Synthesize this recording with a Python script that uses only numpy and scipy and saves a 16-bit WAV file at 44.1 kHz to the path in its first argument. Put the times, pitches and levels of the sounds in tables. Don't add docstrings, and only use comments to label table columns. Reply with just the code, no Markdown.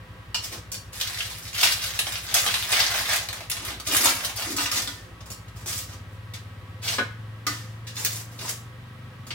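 import sys
import numpy as np
from scipy import signal
from scipy.fft import rfft, irfft, next_fast_len
from scipy.io import wavfile
from scipy.ndimage import uniform_filter1d

SR = 44100
rng = np.random.default_rng(int(sys.argv[2]) if len(sys.argv) > 2 else 0)


def put_to_file(sound):
    columns = np.atleast_2d(sound).T
    safe = np.clip(columns, -1, 1)
    whole_steps = np.round(safe * 32767)
    wavfile.write(sys.argv[1], SR, whole_steps.astype(np.int16))


N = 411894
TIME = np.arange(N) / SR



def from_db(db):
    return 10 ** (np.asarray(db) / 20)


def rms_one(x):
    return x / np.sqrt(np.mean(x ** 2) + 1e-20)


def read_log(points, x):
    xs, values = np.transpose(points)
    return np.interp(np.log(x), np.log(xs), values)


def tint(hz, body_db, sheen_db):
    body_share = read_log([(800, 0.96), (2200, 0.014)], hz)
    sheen_share = read_log([(4000, 0), (9000, 0.98)], hz)
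    return body_db * body_share + sheen_db * sheen_share


def drift(per_s):
    knots = np.arange(0, N / SR + 1, 1 / per_s)
    return np.interp(TIME, knots, rng.normal(0, np.sqrt(3 / 2), len(knots)))


def swell(t, start, rise_s, hold_s, release_s):
    rise = np.clip((t - start) / max(rise_s, .002), 0, 1)
    since_hold = np.maximum(t - start - rise_s - hold_s, 0)
    return rise * np.exp(-since_hold / release_s)


def resonance(x, hz, width_hz):
    r = np.exp(-np.pi * width_hz / SR)
    top = np.array([1, 0, -1]) * (1 - r * r) / 2
    return signal.lfilter(top, [1, -2 * r * np.cos(2 * np.pi * hz / SR), r * r], x + 1e-18)


def add(track, s, sound):
    start = int(s * SR)
    track[start:start + len(sound)] += sound[:N - start]


# f/Hz, likeness
LEFT_RIGHT_LIKENESS = [(170, 0.76), (350, 0.93), (700, 0.6), (1400, 0.35), (2800, -0.065), (6000, 0.3),
                       (14000, -0.24)]


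def diffuse(gain_at, size):
    hz = np.maximum(np.arange(size // 2 + 1) * SR / size, 1)
    mid, side = rfft(rng.standard_normal((2, size))) * gain_at(hz)
    alike = np.clip(read_log(LEFT_RIGHT_LIKENESS, hz), -1, 1)
    return irfft(np.sqrt(1 + alike) * mid + np.sqrt(1 - alike) * side * [[1], [-1]], size)


EDGES = np.geomspace(150, 17000, 15)
BANDS = [(np.sqrt(lo * hi), signal.butter(2, [lo, hi], "band", fs=SR, output="sos"))
         for lo, hi in zip(EDGES, EDGES[1:])]


def crackle(moves, colour, release_s, per_s, spread_db, gain_db, clump_db=2.5, uneven_db=1.5):
    at = np.flatnonzero(rng.random(N) < per_s / SR)
    size = rms_one(from_db(spread_db * np.minimum(rng.exponential(1, len(at)), 4)))
    size = size * np.sqrt(SR / per_s)
    unevenness = from_db(clump_db * drift(70) + uneven_db * drift(18))
    size = size * rms_one(unevenness[at])
    effort = np.array([swell(TIME[at], start, rise_s, hold_s, release_s)
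                       for start, rise_s, hold_s, *_ in moves])
    level_db, body_db, sheen_db = np.transpose(moves)[3:]
    out = 0
    for hz, sos in BANDS:
        move_gain = from_db(level_db + tint(hz, body_db, sheen_db) + read_log(colour, hz))
        gain = np.sqrt(move_gain ** 2 @ effort ** 2)
        grains = np.bincount(at, gain * size * rng.standard_normal(len(at)), N)
        out = out + signal.sosfilt(sos, grains + 1e-18)
    return out * from_db(gain_db)


def contacts(rows, colour, gain_db):
    t = TIME[:int(5 * SR * max(row[-1] for row in rows)) + SR // 50]
    s, level_db, body_db, sheen_db, contact_s = np.transpose(rows)[:, :, None]
    fade = (1 - np.exp(-t / 0.00025)) * np.exp(-t / np.maximum(contact_s, .0003))
    fade = fade / np.sqrt(np.sum(fade ** 2, axis=1, keepdims=True))
    bursts = 0
    for hz, sos in BANDS:
        noise = signal.sosfilt(sos, fade * rng.standard_normal(fade.shape) + 1e-18)
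        bursts = bursts + noise * from_db(level_db + tint(hz, body_db, sheen_db) + read_log(colour, hz))
    out = np.zeros(N)
    for start, burst in zip(s[:, 0], bursts):
        add(out, start, burst * from_db(gain_db))
    return out


def struck(rows, modes, colour, contact_db, ring_db, rattle_db, rattle_s, split, count=3):
    rattles = [(s, level_db, body_db + 1.5, sheen_db, rattle_s)
               for s, level_db, body_db, sheen_db, _ in rows]
    out = contacts(rows, colour, contact_db) + contacts(rattles, colour, contact_db + rattle_db)
    t = TIME[:SR // 2]
    hz, mode_db, t60 = np.repeat(np.transpose(modes), count, axis=1)[:, :, None]
    fade = np.exp(-np.log(1000) * t / t60)
    for s, level_db, body_db, sheen_db, _ in rows:
        strength = from_db(ring_db + level_db + mode_db + tint(hz, body_db, sheen_db))
        strength = strength * rng.choice([-1, 1], hz.shape)
        pitch = hz * (1 + split * rng.standard_normal(hz.shape))
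        tones = strength * fade * np.sin(2 * np.pi * pitch * t)
        add(out, s, np.sum(tones, axis=0) / np.sqrt(count))
    return out


# f/Hz, relative level/dB per Hz
AIR_SHAPE = [(30, -22), (60, 1), (120, -8.5), (200, -8.5), (330, -11.5), (450, -14.5), (560, -15.5),
             (800, -15.5), (1200, -18.5), (2000, -16.5), (3200, -19), (6400, -33), (16000, -35)]
# f/Hz, width/Hz, relative level/dB
WHIR_PEAKS = [(516, 9.9, -1), (991, 16, -6), (1124, 21, -4), (1283, 34, -6.5), (1598, 50, -9.5),
              (1896, 60, -9), (2380, 29, -22)]


def background(air_db, whir_db, hum_hz, hum_db):
    def whir_gain(hz):
        power = sum(from_db(2 * db) / (1 + (2 * (hz - centre) / width) ** 2)
                    for centre, width, db in WHIR_PEAKS)
        return np.sqrt(power)

    size = next_fast_len(N)
    air = rms_one(diffuse(lambda hz: from_db(read_log(AIR_SHAPE, hz)), size)[:, :N])
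    whir = rms_one(diffuse(whir_gain, size)[:, :N])
    hum = np.sqrt(2) * np.sin(2 * np.pi * hum_hz * TIME)
    return from_db(air_db) * air + from_db(whir_db) * whir + from_db(hum_db) * hum


# t/s, speed/turns per s
DRUM_TURNS = [(0, 10.58), (.6, 10.32), (1.4, 10.26), (2.2, 10.37), (5.25, 10.39), (5.7, 15.2), (5.95, 16.0),
              (6.15, 18.1), (6.35, 18.2), (6.65, 17.0), (7.15, 22.0), (8.15, 22.35), (8.8, 23.9),
              (9.34, 24.8)]
# speed/turns per s, level/dB
ANSWER_LOUDNESS = [(10.4, -43.2), (15, -39), (19, -38.5), (22.1, -37), (23, -40.5), (24.6, -40.5)]
# multiple, relative level/dB
DRUM_SHAKE = [(1, -26), (2, -16), (3, -23), (4, -3), (5, 3), (6, 1.5), (7, -4.5), (9, -2), (10, -3),
              (12, -9.5), (16, -2.5)]
# f/Hz, width/Hz, relative level/dB
CABINET_MODES = [(62.6, 4.8, -0.5), (88.7, 18, -0.5), (109.7, 13.3, 6.5), (157.6, 13, -10.5),
                 (181, 100, -11.5), (253, 110, -17.5)]


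def washer(wobble_turns, uneven_db, gain_db):
    turns_per_s = np.interp(TIME, *np.transpose(DRUM_TURNS))
    level_db = read_log(ANSWER_LOUDNESS, turns_per_s)
    turn = np.cumsum(turns_per_s) / SR + wobble_turns * drift(5)
    cycle, orders = np.arange(512) / 512, np.arange(1, 17)
    one_turn = from_db(read_log(DRUM_SHAKE, orders)) @ np.cos(2 * np.pi * np.outer(orders, cycle))
    shaking = np.interp(turn, cycle, one_turn, period=1) * from_db(uneven_db * drift(40))
    boom = 0
    for k, (hz, width, db) in enumerate(CABINET_MODES):
        boom = boom + (-1) ** k * from_db(db) * resonance(shaking, hz, width)
    power = uniform_filter1d(uniform_filter1d(boom ** 2, size=SR // 3), size=SR // 3)
    return boom / np.sqrt(power) * from_db(level_db + gain_db)


# t/s, level/dB, body/dB, sheen/dB, contact time/s
ARM_CLICKS = [(0.3442, -13, -19, -16.5, 0.003), (0.717, -29.5, -9, 3, 0.0064),
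              (0.7416, -26.5, -14, -6, 0.0042), (5.3018, -35.5, 4, 2.5, 0.003),
              (5.316, -35.5, -20, 1, 0.0024)]
# f/Hz, relative level/dB, t60/s (time to fade by 60 dB)
TONG_MODES = [(2710, -15, .16), (2820, -2.5, 0.15), (2980, -5, 0.052), (3600, -15, .16), (4220, -8, .2),
              (4530, 0, 0.15), (5590, 2, 0.17), (6750, -5, 0.13), (6950, -12, .12), (7600, -7, .14),
              (9000, -10, .16), (10200, -2, 0.15), (11300, -9, .17)]
# f/Hz, relative level/dB per Hz
STEEL_TINT = [(170, 12), (400, -1), (900, 6), (1800, -9), (2800, -1), (4500, -2.5), (6500, 10.5),
              (10000, -9.5), (15500, -2.5)]


def tongs_clicking():
    return struck(ARM_CLICKS, TONG_MODES, STEEL_TINT, contact_db=26.0, ring_db=-10.5,
                  rattle_db=-6.0, rattle_s=0.023, split=0.0057)


# start t/s, rise/s, hold/s, level/dB, body/dB, sheen/dB
DRY_SCRAPES = [(.41, 0.027, 0.018, -36.5, -14, -2), (.51, 0.0093, 0.012, -40, 0.5, -5),
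               (4.46, 0.037, .015, -32, -6, -3), (4.565, 0.014, .06, -31.5, -7, -3.5),
               (4.7, 0.028, 0.057, -30, -6.5, -4), (4.8, .03, 0.074, -46.5, -5, -9),
               (5.55, 0.016, .06, -49, 1, -2), (5.655, .02, .115, -34.5, -11.5, 1),
               (5.87, 0.031, 0.031, -44.5, 0, -6), (6.08, 0.017, 0.031, -67, -6, 5),
               (6.81, 0.069, 0.064, -31.5, -9.5, -7), (7.93, 0.038, 0.23, -42, -5.5, 1.5),
               (8.03, 0.019, 0.022, -31.5, -14, -3), (8.27, 0.052, 0.064, -54, 7, 2.5),
               (8.385, 0.029, .05, -40.5, 1, -2.5), (8.465, 0.024, 0.013, -34.5, -7, -1)]
# t/s, level/dB, body/dB, sheen/dB, contact time/s
CRACKS_AND_SNAP = [(0.5247, -30, -19, -2, 0.0058), (5.205, -38.5, 1, -11, 0.0067), (5.257, -41, 6, 1, 0.02),
                   (5.4806, -43.5, -9, -6, 0.0058), (5.6595, -31, 0, 0, 0.004),
                   (6.336, -27.5, -14, -8.5, 0.017), (6.8744, -14.5, -38, -14, 0.021),
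                   (7.868, -26, -20, -11, 0.022), (7.9658, -25.5, -12, -32, 0.0076),
                   (8.0484, -21.5, -15, 8, 0.00056), (8.131, -39, -12, 11, 0.0019),
                   (8.389, -27, -19, -12, 0.0045), (8.4163, -34, -9, -19, 0.0076),
                   (8.491, -25, -14, 5.5, 0.0058), (9.2668, -37.5, 2, -0.5, 0.017),
                   (9.3044, -20, -12, -24, 0.0092)]
# f/Hz, relative level/dB per Hz
DRY_TINT = [(170, 3.5), (300, 3.5), (500, 3), (900, 0.5), (1700, -1), (3000, -2), (5000, 1), (7000, 1.5),
            (10000, -4.5), (15500, -7)]


def scrapes_and_cracks():
    scraping = crackle(DRY_SCRAPES, DRY_TINT, release_s=.025, per_s=2200, spread_db=2.5, gain_db=8.0)
    return scraping + contacts(CRACKS_AND_SNAP, DRY_TINT, gain_db=27.5)


SHEET_MOVES = [(.918, .01, .55, -43.5, -12.5, -0.5), (.99, .012, .24, -36.5, -14, -5),
               (1.51, .13, 0.039, -22.5, -11.5, -4), (1.72, 0.053, 0.5, -37, -10, -3),
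               (2.265, 0.044, .02, -32, -4.5, -9), (2.336, 0.0055, 0.037, -24.5, -7.5, -0.5),
               (2.44, 0.025, 0.35, -31, -10, -4), (2.69, 0.049, 0.43, -28, -6.5, -6),
               (3.3, 0.057, 0.042, -40.5, -1, -6), (3.49, 0.085, 0.13, -36.5, -4.5, -8),
               (3.84, 0.086, 0.17, -25.5, -7.5, -0.5), (4.15, 0.034, 0.095, -36.5, -3, -3.5),
               (4.35, 0.013, .09, -37, -3.5, -1.5)]
# t/s, level/dB, body/dB, sheen/dB
CREASES = [(1.0, -24, -28, -5), (1.0115, -17.5, -21, -3), (1.205, -19, -17, -20), (1.6077, -19, -12, -18),
           (1.6371, -10, -22, -8), (1.6702, -13, -34, -16), (1.7214, -15.5, -17, -3.5),
           (1.8391, -22.5, -43.5, -2), (1.9903, -14.5, -14, -2), (2.0677, -20, -6, -13),
           (2.121, -22.5, -19, -2.5), (2.1543, -19, -19, -25), (2.3415, -10, -29, 0),
           (2.383, -12, -30, -10), (2.4627, -12.5, -8, -11), (2.5397, -13, -8.5, -14),
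           (2.724, -19, -20, -6), (2.83, -17, -8, -10), (3.1594, -22.5, -13, 5.5),
           (3.2864, -22, -11.5, -7.5), (3.3279, -24, -11, -3.5), (3.4984, -25, -19, 6),
           (3.5141, -21, -13, 1.5), (3.6492, -30, -25, 5.5), (3.799, -28.5, -13, -5),
           (3.9662, -16.5, -26, 6), (4.2474, -20.5, -7, 3.5)]
# f/Hz, relative level/dB per Hz
PAPER_TINT = [(170, -8.5), (330, -5.5), (480, -2), (700, 6), (1050, 0.5), (1600, 2.5), (2600, 1), (4000, 2),
              (6000, -0.5), (10000, -2), (15500, -8)]


def baking_paper():
    rustle = crackle(SHEET_MOVES, PAPER_TINT, release_s=0.047, per_s=1300, spread_db=4.5,
                     gain_db=7.0, clump_db=2.0, uneven_db=1.0)
    snap_s = .002
    return rustle + contacts([(*crease, snap_s) for crease in CREASES], PAPER_TINT, gain_db=26.5)


# start t/s, rise/s, hold/s, level/dB
METAL_SHUDDERS = [(3.557, 0.038, 0.16, -45.5), (3.86, 0.044, 0.17, -34), (4.457, 0.025, 0.051, -34),
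                  (4.73, 0.018, .04, -55), (4.9, 0.11, .12, -50.5)]


def shudder(hz, width_hz, gain_db):
    effort = sum(from_db(db) * swell(TIME, start, rise_s, hold_s, release_s=.035)
                 for start, rise_s, hold_s, db in METAL_SHUDDERS)
    shake = resonance(rng.standard_normal(N), hz, width_hz)
    shake = rms_one(resonance(shake, hz, width_hz))
    return shake * effort * from_db(gain_db)


# t/s, level/dB, body/dB, sheen/dB, contact time/s
WAD_HITS = [(4.0563, -15.5, -5.5, 1, 0.0013), (4.0889, -23, -14.5, -14, 0.002)]
# f/Hz, relative level/dB, t60/s
SINK_MODES = [(175, -2, .2), (268, -3.5, 0.37), (550, -5, 0.32), (933, 4, 0.16), (1130, -1, 0.19),
              (1304, 3.5, 0.12), (1387, 4.5, 0.12), (2300, -2, 0.2), (2780, -11, .16)]


def sink_drop():
    return struck(WAD_HITS, SINK_MODES, DRY_TINT, contact_db=30.0, ring_db=-8.0,
                  rattle_db=-15.0, rattle_s=0.023, split=0.0193)


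# t/s, level/dB, body/dB, sheen/dB, contact time/s
TRAY_TOUCHES = [(4.5643, -21.5, -10.5, 0, 0.0069), (4.583, -15, -15, -31, 0.0019),
                (4.6573, -16.5, -20.5, -15, 0.005), (4.7139, -18.5, -19, -3, 0.0043),
                (4.8192, -29.5, -22, 4, 0.0048), (4.8741, -24.5, -11, -5.5, 0.0011),
                (7.4666, -16.5, -8.5, -5.5, 0.0045)]
# f/Hz, relative level/dB, t60/s
TRAY_MODES = [(286.6, 13, 0.27), (979, 7.5, 0.12), (1237, 10, 0.094), (1473, 9, 0.085), (1804, -3, 0.58),
              (1992, 4, 0.16), (3677, -13, 0.35), (4140, -25, 0.39), (5100, -9, .23), (5800, 7, 0.087)]


def tray_taps():
    return struck(TRAY_TOUCHES, TRAY_MODES, DRY_TINT, contact_db=27.0, ring_db=-15.5,
                  rattle_db=-4.5, rattle_s=0.081, split=0.0073)


# t/s, level/dB, body/dB, sheen/dB, contact time/s
KNOCKS = [(6.9834, -14, -2, -13, 0.0028)]
# f/Hz, relative level/dB, t60/s
BOARD_MODES = [(203, -19, .1), (267, 1, .1), (384, -9, .12), (496, -6, 0.13), (710, -11, .14),
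               (1445, -15, 0.089), (1530, 7, 0.13), (1660, 3, 0.067), (1840, -5, 0.11), (1850, -15, .14),
               (2590, -9, 0.17), (3666, -19, .1)]
# f/Hz, relative level/dB per Hz
THUD_TINT = [(170, 2), (280, 7), (450, 6.5), (700, 5), (1000, 1), (1550, 10), (2200, -1.5), (3500, -2),
             (6000, -16), (15500, -29)]


def board_knock():
    return struck(KNOCKS, BOARD_MODES, THUD_TINT, contact_db=28.0, ring_db=-12.5,
                  rattle_db=-7.5, rattle_s=0.016, split=0.025)


# f/Hz, t60/s
ROOM_T60 = [(170, 0.22), (550, 0.31), (1400, 0.42), (3700, 0.36), (9000, 0.33), (15000, 0.35)]


def reflections(early_s, tail_db):
    t = TIME[:SR // 3]
    noise = [diffuse(np.ones_like, len(t)) for _ in range(2)]
    echoes = 0
    for k, (hz, sos) in enumerate(BANDS):
        tail = from_db(tail_db - 60 * t / read_log(ROOM_T60, hz))
        echoes = echoes + signal.sosfilt(sos, noise[k % 2]) * (np.exp(-t / early_s) + tail)
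    echoes = echoes * (t > .001)
    return echoes / np.sqrt(np.sum(echoes ** 2) / 2)


def kitchen(x, direct_db, early_s, tail_db, spots=3):
    nearness = np.array([drift(30) for _ in range(spots)])
    nearness = nearness / np.sqrt(np.sum(nearness ** 2, axis=0))
    wet = 0
    for near in nearness:
        wet = wet + signal.oaconvolve((x * near)[None], reflections(early_s, tail_db), axes=1)[:, :N]
    direct = np.array([x, np.roll(x, 3)])
    return (wet + from_db(direct_db) * direct) / np.hypot(1, from_db(direct_db))


def scene():
    behind = background(air_db=-49.5, whir_db=-53.0, hum_hz=167.0, hum_db=-58.0)
    machine = washer(wobble_turns=0.03, uneven_db=1.5, gain_db=-1.5)
    machine = machine * from_db([[.4], [-.4]])
    hands = tongs_clicking() + scrapes_and_cracks() + baking_paper()
    hands = hands + shudder(hz=293, width_hz=150, gain_db=-3.0)
    hands = hands + sink_drop() + tray_taps() + board_knock()
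    return kitchen(hands, direct_db=-4.5, early_s=0.013, tail_db=-3.5) + machine + behind


def record(dry):
    return signal.sosfilt(signal.ellip(12, .1, 80, 16100, fs=SR, output="sos"), dry)


dry = scene()
out = record(dry)
put_to_file(out)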